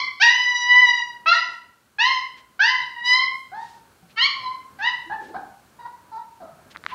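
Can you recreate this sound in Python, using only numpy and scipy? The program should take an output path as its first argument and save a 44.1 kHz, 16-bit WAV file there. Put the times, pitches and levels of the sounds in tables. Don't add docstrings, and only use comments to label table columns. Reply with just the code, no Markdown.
import sys
import numpy as np
from scipy import signal
from scipy.fft import rfft, irfft, next_fast_len
from scipy.io import wavfile
from scipy.ndimage import uniform_filter1d, minimum_filter1d, map_coordinates

SR = 44100
rng = np.random.default_rng(int(sys.argv[2]) if len(sys.argv) > 2 else 0)


def ratio(d):
    e = np.asarray(d, float) / 20
    return 10 ** e


def transcribe(u):
    v = np.clip(np.atleast_2d(u).T, -1, 1)
    q = np.round(v * 32767).astype(np.int16)
    wavfile.write(sys.argv[1], SR, q)


N = 306054
LEAD = 13230

# start_s, pitch_hz, level_db, mouth_opening_db (gain of the overtones)
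EARLIER_CRY = [(-.25, 950, -58, 1), (-.12, 1099, -12, 1.5), (-.05, 1162, -23.5, 2.5), (-.03, 1038, -17, -7),
               (.01, 1034, -23, 5)]
SCREAM = [(.198, 724, -31.5, 3.5), (.217, 793.6, -12, 7), (0.231, 928.7, -9.5, 2), (0.333, 996.4, -22, 5.5),
          (.6, 973.3, -21.5, 6.5), (.76, 990.7, -12, -13.5), (.82, 1002, -14.5, -8),
          (.87, 969.8, -18, -0.5), (1.0, 959.8, -21.5, 1)]
CRACKED_CRY = [(4.16, 859, -47.5, 0.5), (4.179, 893, -22, -4.5), (4.195, 937, -19, -0.5),
               (4.229, 1055, -14, 2.5), (4.274, 1176, -22, 0)]
AFTER_CRY = [(4.3, 1098, -36.5, 2), (4.421, 1034, -40.5, 12), (4.46, 1013, -31, 0.5),
             (4.551, 1048, -35.5, -8), (4.62, 1077, -70, 4)]
SWELLING_CRY = [(2.82, 1015, -42, -9.5), (2.959, 950, -37, -18.5), (3.034, 962.6, -27.5, -20.5),
                (3.061, 980.6, -22, 14), (3.13, 1005, -13, 5), (3.17, 1032, -15.5, -4),
                (3.205, 1057, -22.5, -1.5), (3.26, 1068, -30, -9), (3.331, 1049, -33, -10.5)]
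HOARSE_CRY = [(4.787, 747, -39.5, -42), (4.808, 801, -30, -42), (4.83, 887, -24.5, 6),
              (4.872, 985.4, -16.5, -1.5), (4.919, 1030, -42, 11), (4.97, 1044, -55, 5)]
# start_s, length_s, first_hz, reached_hz, glide_s
YELPS = [
    (1.258, .076, 636, 744.6, .2),
    (1.326, 0.26, 918.5, 996.4, 0.13),
    (1.984, .22, 806, 1054, 0.13),
    (2.592, 0.25, 722.5, 1024, .15),
]
# start_s, length_s, first_hz, reached_hz, glide_s
WHIMPERS = [
    (3.516, .16, 714, 931.6, 0.12),
    (5.097, 0.1, 779, 882.3, 0.0598),
    (5.34, 0.055, 704, 776, .045),
    (5.788, 0.057, 994, 939, 0.071),
    (5.851, 0.054, 950, 983, 0.023),
    (6.115, 0.061, 888, 889, 0.039),
    (6.161, 0.091, 873, 942, .04),
    (6.4, 0.11, 700, 657, 0.07),
    (6.913, 0.04, 1042, 957, .05),
]
# peak_db, time_to_peak_s, fall_by_end_db
EFFORT = [(-12, .03, 1.5), (-19, .015, 37.5), (-14.5, 0.029, 15), (-12.5, .02, 20.5), (-30.5, 0.035, 11.5),
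          (-23, .035, 32), (-27, 0.029, 25), (-39, .006, 2), (-30, 0.011, 27.5), (-36, 0.011, -0.5),
          (-31.5, 0.018, 25), (-38.5, 0.026, 11.5), (-30.5, 0.034, 1)]
# half_pitch_lines_db, their_loss_by_end_db
VOICES = [(-11, -9.5, -30.5), (-8, -7.5, -34), (-8.5, -2, -31.5, 12, 89.5), (3.7, -17, -30.5),
          (-8, -4, -30.5), (-1.5, -7.5, -22.5, -5.5, 107), (-5, -6, -35.5, 0.5, 146),
          (-8, -2.5, -23, -18.5, 16), (-6.5, -9, -30), (-3, -2, -30), (-8, -10.5, -23.5, -15, 35),
          (-21.5, -41, -19, -35, 17), (-9, -24, -13.5, -30, 18), (-7, -12, -23.5, -15, 1),
          (-1.5, -12, -23.5, -9, 3), (7.5, 7, -28.5, -0.5, -7), (9, 1, -26, -8, 7.5),
          (12.5, -9, -11.5, -14, 8.5), (-3, -7, -15, -25, -1)]
# frequency_hz, gain_db
OPEN_THROAT = [(300, -29.5), (600, -10.5), (1000, 3), (1400, 6), (2000, 2), (3000, -2), (4000, -2.5),
               (5000, -3.5), (6000, -12.5), (7000, -30.5), (9000, -46.5), (14000, -68)]
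# frequency_hz, gain_db
MOUTHS = [
    [(2100, 5), (3300, 2), (4400, 4.5)],
    [(2000, 3.5), (3000, 1.5), (5000, -3.5), (6000, 2.5)],
    [(2200, 6), (3000, 12), (4300, 6), (5800, -11)],
    [(2100, -4.5), (3100, -2.5), (4100, 6)],
    [(2050, 5), (3100, 2), (5000, 1), (6200, -7.5)],
    [(1950, 7), (2900, 4.5), (5500, -11)],
    [(1350, 7), (2000, -6.5), (2700, 7.5), (4100, 4)],
    [(1900, 3), (2900, -2.5), (3900, -2.5)],
    [(1800, -4.5), (2800, 2), (5000, -1)],
    [(1550, 19), (2050, 7.5), (3100, 5.5), (5000, -1)],
]
# frequency_hz, gain_db
NOSE = [(350, -3), (500, -14), (800, 9.5), (1400, -4.5), (1900, -15), (2600, -31.5), (4200, -19.5),
        (5500, -30), (9000, -54)]
# frequency_hz, gain_db
SNOUT = [(1380, 4)]
# frequency_hz, decay_s
SHED_DECAY = [(300, 0.38), (1000, 0.55), (2000, 0.51), (4000, 0.46), (7000, 0.41), (12000, 0.078)]
# peak_s, length_s, level_db, centre_hz, width_octaves
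RUSTLES = [(1.273, 0.1, -55, 362, 0.4), (1.503, 0.088, -52, 380, 1.5), (4.436, 0.35, -59, 738, .15),
           (1.53, 0.15, -65, 7000, .47), (2.383, 0.069, -53, 2470, .82), (3.372, 0.26, -64, 7830, 0.63),
           (3.596, 0.25, -58.5, 170, 0.23), (3.657, 0.33, -56.5, 3660, 0.8),
           (4.106, 0.064, -56, 2490, 0.74), (5.09, 0.093, -46.5, 332, 0.095),
           (5.295, 0.4, -44.5, 335, 0.58), (5.248, 0.19, -56, 2480, 0.96), (6.432, .1, -49.5, 265, 0.72),
           (6.714, 0.038, -47.5, 2510, .95), (6.751, 0.016, -43, 1280, 0.81),
           (6.91, 0.1, -40.5, 1890, 0.69)]
# start_s, peak_db, pitch_hz
THUMPS = [
    (0.86, -57, 153),
    (2.817, -47, 134),
    (4.029, -42, 173),
    (4.399, -45.5, 120.7),
    (4.751, -53.5, 241),
    (6.529, -49, 147),
]
# start_s, peak_db, bright_db, push_db
TICKS = [
    (6.761, -24, -34.5, -30),
    (6.771, -38.5, -7, -18),
    (6.839, -30, -16.5, -26.5),
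    (6.851, -39.5, -14.5, -9),
    (6.864, -14, -18, -34),
    (6.907, -36, -14, -30),
]
# frequency_hz, width_hz, level_db
CASE = [
    (1250, 420, 0),
    (2050, 480, -1),
]
# time_s, level_db
STIR = [
    (0.0, 5.5),
    (.29, -3.5),
    (1.14, 2),
    (1.4, -4),
    (2.96, 1),
    (5.2, 5.5),
    (6.22, 1.5),
    (6.94, 6),
]
# frequency_hz, level_db
HUM = [(15, -68), (25, -31), (54, 0.5), (204, 0), (371, -4.5), (883, -8), (1030, -7), (1600, -7),
       (2500, -30), (3250, -58), (5500, -120)]
# frequency_hz, level_db
HISS = [(1180, -29), (2000, -7.5), (2140, -1.5), (3710, -6.5), (4340, -3.5), (4810, -7.5), (8260, -8),
        (15600, -12)]

GLIDE_BEND, SAG_PER_S = 2.3, 0.66
ATTACK_BEND, FADE_BEND = 0.53, 1
OPENING_DB, OPENING_SHARE = -29.5, 0.33
PURER_PER_DB, DULLER_PER_DB = 0.38, 0.12
ONSET_BREATH_DB, ONSET_S = 12.5, 0.022
SHIMMER_DB = 1.92
RISE_SHARE = 0.38
HUM_DB, HISS_DB, HISS_FOLLOWS, HISS_DB_PER_S = -60.5, -65, 0.59, 0.11
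STARVED_HZ, STARVED_SHARE, STARVED_SPREAD_DB = 7500, 0.22, 7
TOP_HZ = 15780


def unit(x):
    return x / np.sqrt(np.mean(x ** 2) + 1e-20)


def along(points, hz):
    f, v = np.transpose(points)
    return np.interp(np.log(hz + 1), np.log(f + 1), v)


def wobble(rate, size):
    knots = rng.standard_normal(int(size * rate / SR) + 4)
    return map_coordinates(knots, [np.arange(size) * rate / SR])


def filtered(x, response):
    m = next_fast_len(len(x) + 8192)
    return irfft(rfft(x, m) * response(np.fft.rfftfreq(m, 1 / SR)), m)[:len(x)]


def coloured(spectrum, size):
    return unit(filtered(rng.standard_normal(size), lambda hz: ratio(along(spectrum, hz))))


def puppy():
    out = np.zeros(LEAD + N + SR)
    courses = [EARLIER_CRY, SCREAM, CRACKED_CRY, AFTER_CRY, SWELLING_CRY, HOARSE_CRY]
    courses += [course(*tune, *push) for tune, push in zip(YELPS + WHIMPERS, EFFORT)]
    tracts = [(OPEN_THROAT, mouth) for mouth in MOUTHS] + [(NOSE, SNOUT) for _ in WHIMPERS]
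    for rows, voice, (tract, mouth) in zip(courses, VOICES, tracts):
        sound = cry(rows, voice, tract, mouth)
        out[LEAD + round(rows[0][0] * SR):][:len(sound)] += sound
    return out[:LEAD + N]


def course(start, length, first_hz, reached_hz, glide, peak_db, swell, fall_db):
    u = np.arange(0, length, 1 / 500)
    still_to_go = np.clip(1 - u / glide, 0, 1) ** GLIDE_BEND
    pitch = reached_hz - (reached_hz - first_hz) * still_to_go
    pitch = pitch * (1 - SAG_PER_S * np.clip(u - glide, 0, None))
    rise_db = 20 * ATTACK_BEND * np.log10(np.clip(u / swell, 0.12, 1))
    fade = np.clip((u - swell) / abs(length - swell), 0, 1) ** FADE_BEND
    level_db = peak_db + rise_db - fall_db * fade
    opening_db = OPENING_DB * np.exp(-u / abs(OPENING_SHARE * swell))
    return np.transpose([start + u, pitch, level_db, opening_db])


def cry(rows, voice, tract, mouth):
    s, *cols = np.transpose(rows)
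    t = np.arange(s[0], s[-1], 1 / SR)
    pitch, db, opening_db = [np.interp(t, s, c) for c in cols]
    first_db, top_db, breath_db, *crack = voice
    softer_db = db.max() - db
    first_db = first_db + PURER_PER_DB * softer_db
    top_db = top_db + opening_db - DULLER_PER_DB * softer_db
    breath_db = breath_db + ONSET_BREATH_DB * np.exp(-(t - s[0]) / ONSET_S)
    half_db = crack[0] - crack[1] * (t - s[0]) / (s[-1] - s[0]) if crack else 0

    jitter = 0.0026 * wobble(45, len(t)) + 0.14 * ratio(breath_db) * wobble(250, len(t))
    phase = 2 * np.pi * np.cumsum(pitch * (1 + jitter)) / SR
    step = 2 if crack else 1
    k = np.arange(1, 12 * step + 1)[:, None] / step
    line_hz = k * pitch

    level = along(tract, line_hz) + top_db * np.clip(np.log2(line_hz / 1900) / 1.88, 0, 1)
    for hz, peak_db in mouth:
        level = level + peak_db * np.exp(-(np.log2(line_hz / hz) / 0.11) ** 2)
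    level = level + np.where(k == 1, first_db, 0) + np.where(k % 1, half_db, 0)
    level = level + SHIMMER_DB * np.array([wobble(30, len(t)) for _ in k])
    strength = ratio(level)
    tone = (strength * np.sin(k * phase + k * k)).sum(0) / np.sqrt((strength ** 2).sum(0) / 2)

    puffs = rng.standard_normal(len(t)) * (1 + np.cos(phase))
    breath = unit(filtered(puffs, lambda hz: ratio(along(tract, hz))))
    edges = np.clip((t - s[0]) / 0.0027, 0, 1) * np.clip((s[-1] - t) / 0.0047, 0, 1)
    return ratio(db) * edges * (tone + ratio(breath_db) * breath)


def shed(x):
    hz, t, z = signal.stft(rng.standard_normal(SR), SR, nperseg=256)
    decay = ratio(-60 * t / along(SHED_DECAY, hz)[:, None])
    tail = signal.istft(z * decay, SR, nperseg=256)[1]
    tail = tail * (1 - np.exp(-np.arange(len(tail)) / SR / 0.0011))
    return signal.fftconvolve(x, tail / np.linalg.norm(tail))[:len(x)]


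def big_dog():
    out, t = np.zeros(N), np.arange(N) / SR
    for top, length, db, hz, octaves in RUSTLES:
        start, end = top - RISE_SHARE * length, top + (1 - RISE_SHARE) * length
        a, b = round(start * SR), min(N, round(end * SR))
        noise = rng.standard_normal(b - a)
        band = filtered(noise, lambda f: np.exp(-(np.log2((f + 1) / hz) / octaves) ** 2 / 2))
        grain = ratio(db + 0.55 * wobble(60, b - a))
        out[a:b] += grain * np.interp(t[a:b], [start, top, end], [0, 1, 0]) * unit(band)
    for s, db, hz in THUMPS:
        u = np.clip(t - s, 0, None)
        push = np.sin(2 * np.pi * hz * u) + 0.43 * np.sin(2 * np.pi * 4.4 * hz * u)
        out += ratio(db - 2.5 - 60 * u / 0.2) * push
    return out


def resonance(f, centre_hz, width_hz):
    return 1j * f * width_hz / (centre_hz * centre_hz - f * f + 1j * f * width_hz)


def case_response(f):
    ring = sum((-1) ** k * ratio(db) * resonance(f, c, w) for k, (c, w, db) in enumerate(CASE))
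    return ring / (1 + 1j * f / 4500)


def fingers():
    body, edge, push = np.zeros((3, N))
    for s, db, bright_db, push_db in TICKS:
        i = round(s * SR)
        body[i] = ratio(db + 29.0)
        edge[i] = ratio(db + bright_db + 24)
        push[i] = ratio(db + push_db + 41.5)
    bright = filtered(edge, lambda f: 3 * resonance(f, 3800, 1270) ** 2)
    low = filtered(push, lambda f: resonance(f, 170, 250))
    return filtered(body, case_response) + bright + low


def air():
    t = np.arange(N) / SR
    stir_db = np.interp(t, *np.transpose(STIR))
    lumps_db = 1.3 * wobble(12, N)
    hum = ratio(HUM_DB + stir_db + lumps_db) * coloured(HUM, N)
    hiss = ratio(HISS_DB + HISS_FOLLOWS * stir_db + HISS_DB_PER_S * t) * coloured(HISS, N)
    return hum + hiss


def scene():
    voice = puppy()
    heard = (ratio(-2.0) * voice + ratio(-5.0) * shed(voice))[LEAD:]
    return (heard + big_dog() + fingers() + air())[None]


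def starved(x):
    hz, _, z = signal.stft(x, SR, nperseg=2048)
    voice_band = np.abs(z[(hz > 600) & (hz < STARVED_HZ)])
    busy_db = 20 * np.log10(voice_band + 1e-9).mean(0)
    luck = rng.standard_normal((len(hz) // 12 + 1, z.shape[1]))
    luck = np.repeat(luck, 12, axis=0)[:len(hz)]
    crowding = (busy_db - np.quantile(busy_db, 1 - STARVED_SHARE)) / STARVED_SPREAD_DB
    odds = np.minimum(crowding, 0.9) + np.log2((hz[:, None] + 1) / STARVED_HZ) + luck
    keep = (hz[:, None] < STARVED_HZ) | (odds < 0.6) | (np.abs(z) > ratio(-78))
    return signal.istft(z * keep, SR, nperseg=2048)[1][:len(x)]


def roll_off(x):
    return signal.sosfilt(signal.butter(12, 15760, fs=SR, output="sos"), x)


def record(dry):
    mic = dry[0] * np.clip(np.arange(N) / SR / 0.00083, 0, 1)
    needed = np.minimum(1, 0.71 / (np.abs(mic) + 1e-9))
    mic = mic * uniform_filter1d(minimum_filter1d(needed, size=441), size=441)
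    mic = filtered(mic, lambda hz: (hz < TOP_HZ) * hz / np.hypot(hz, 60))
    mix = starved(mic)[None]
    return roll_off(mix)


dry = scene()
out = record(dry)
transcribe(out)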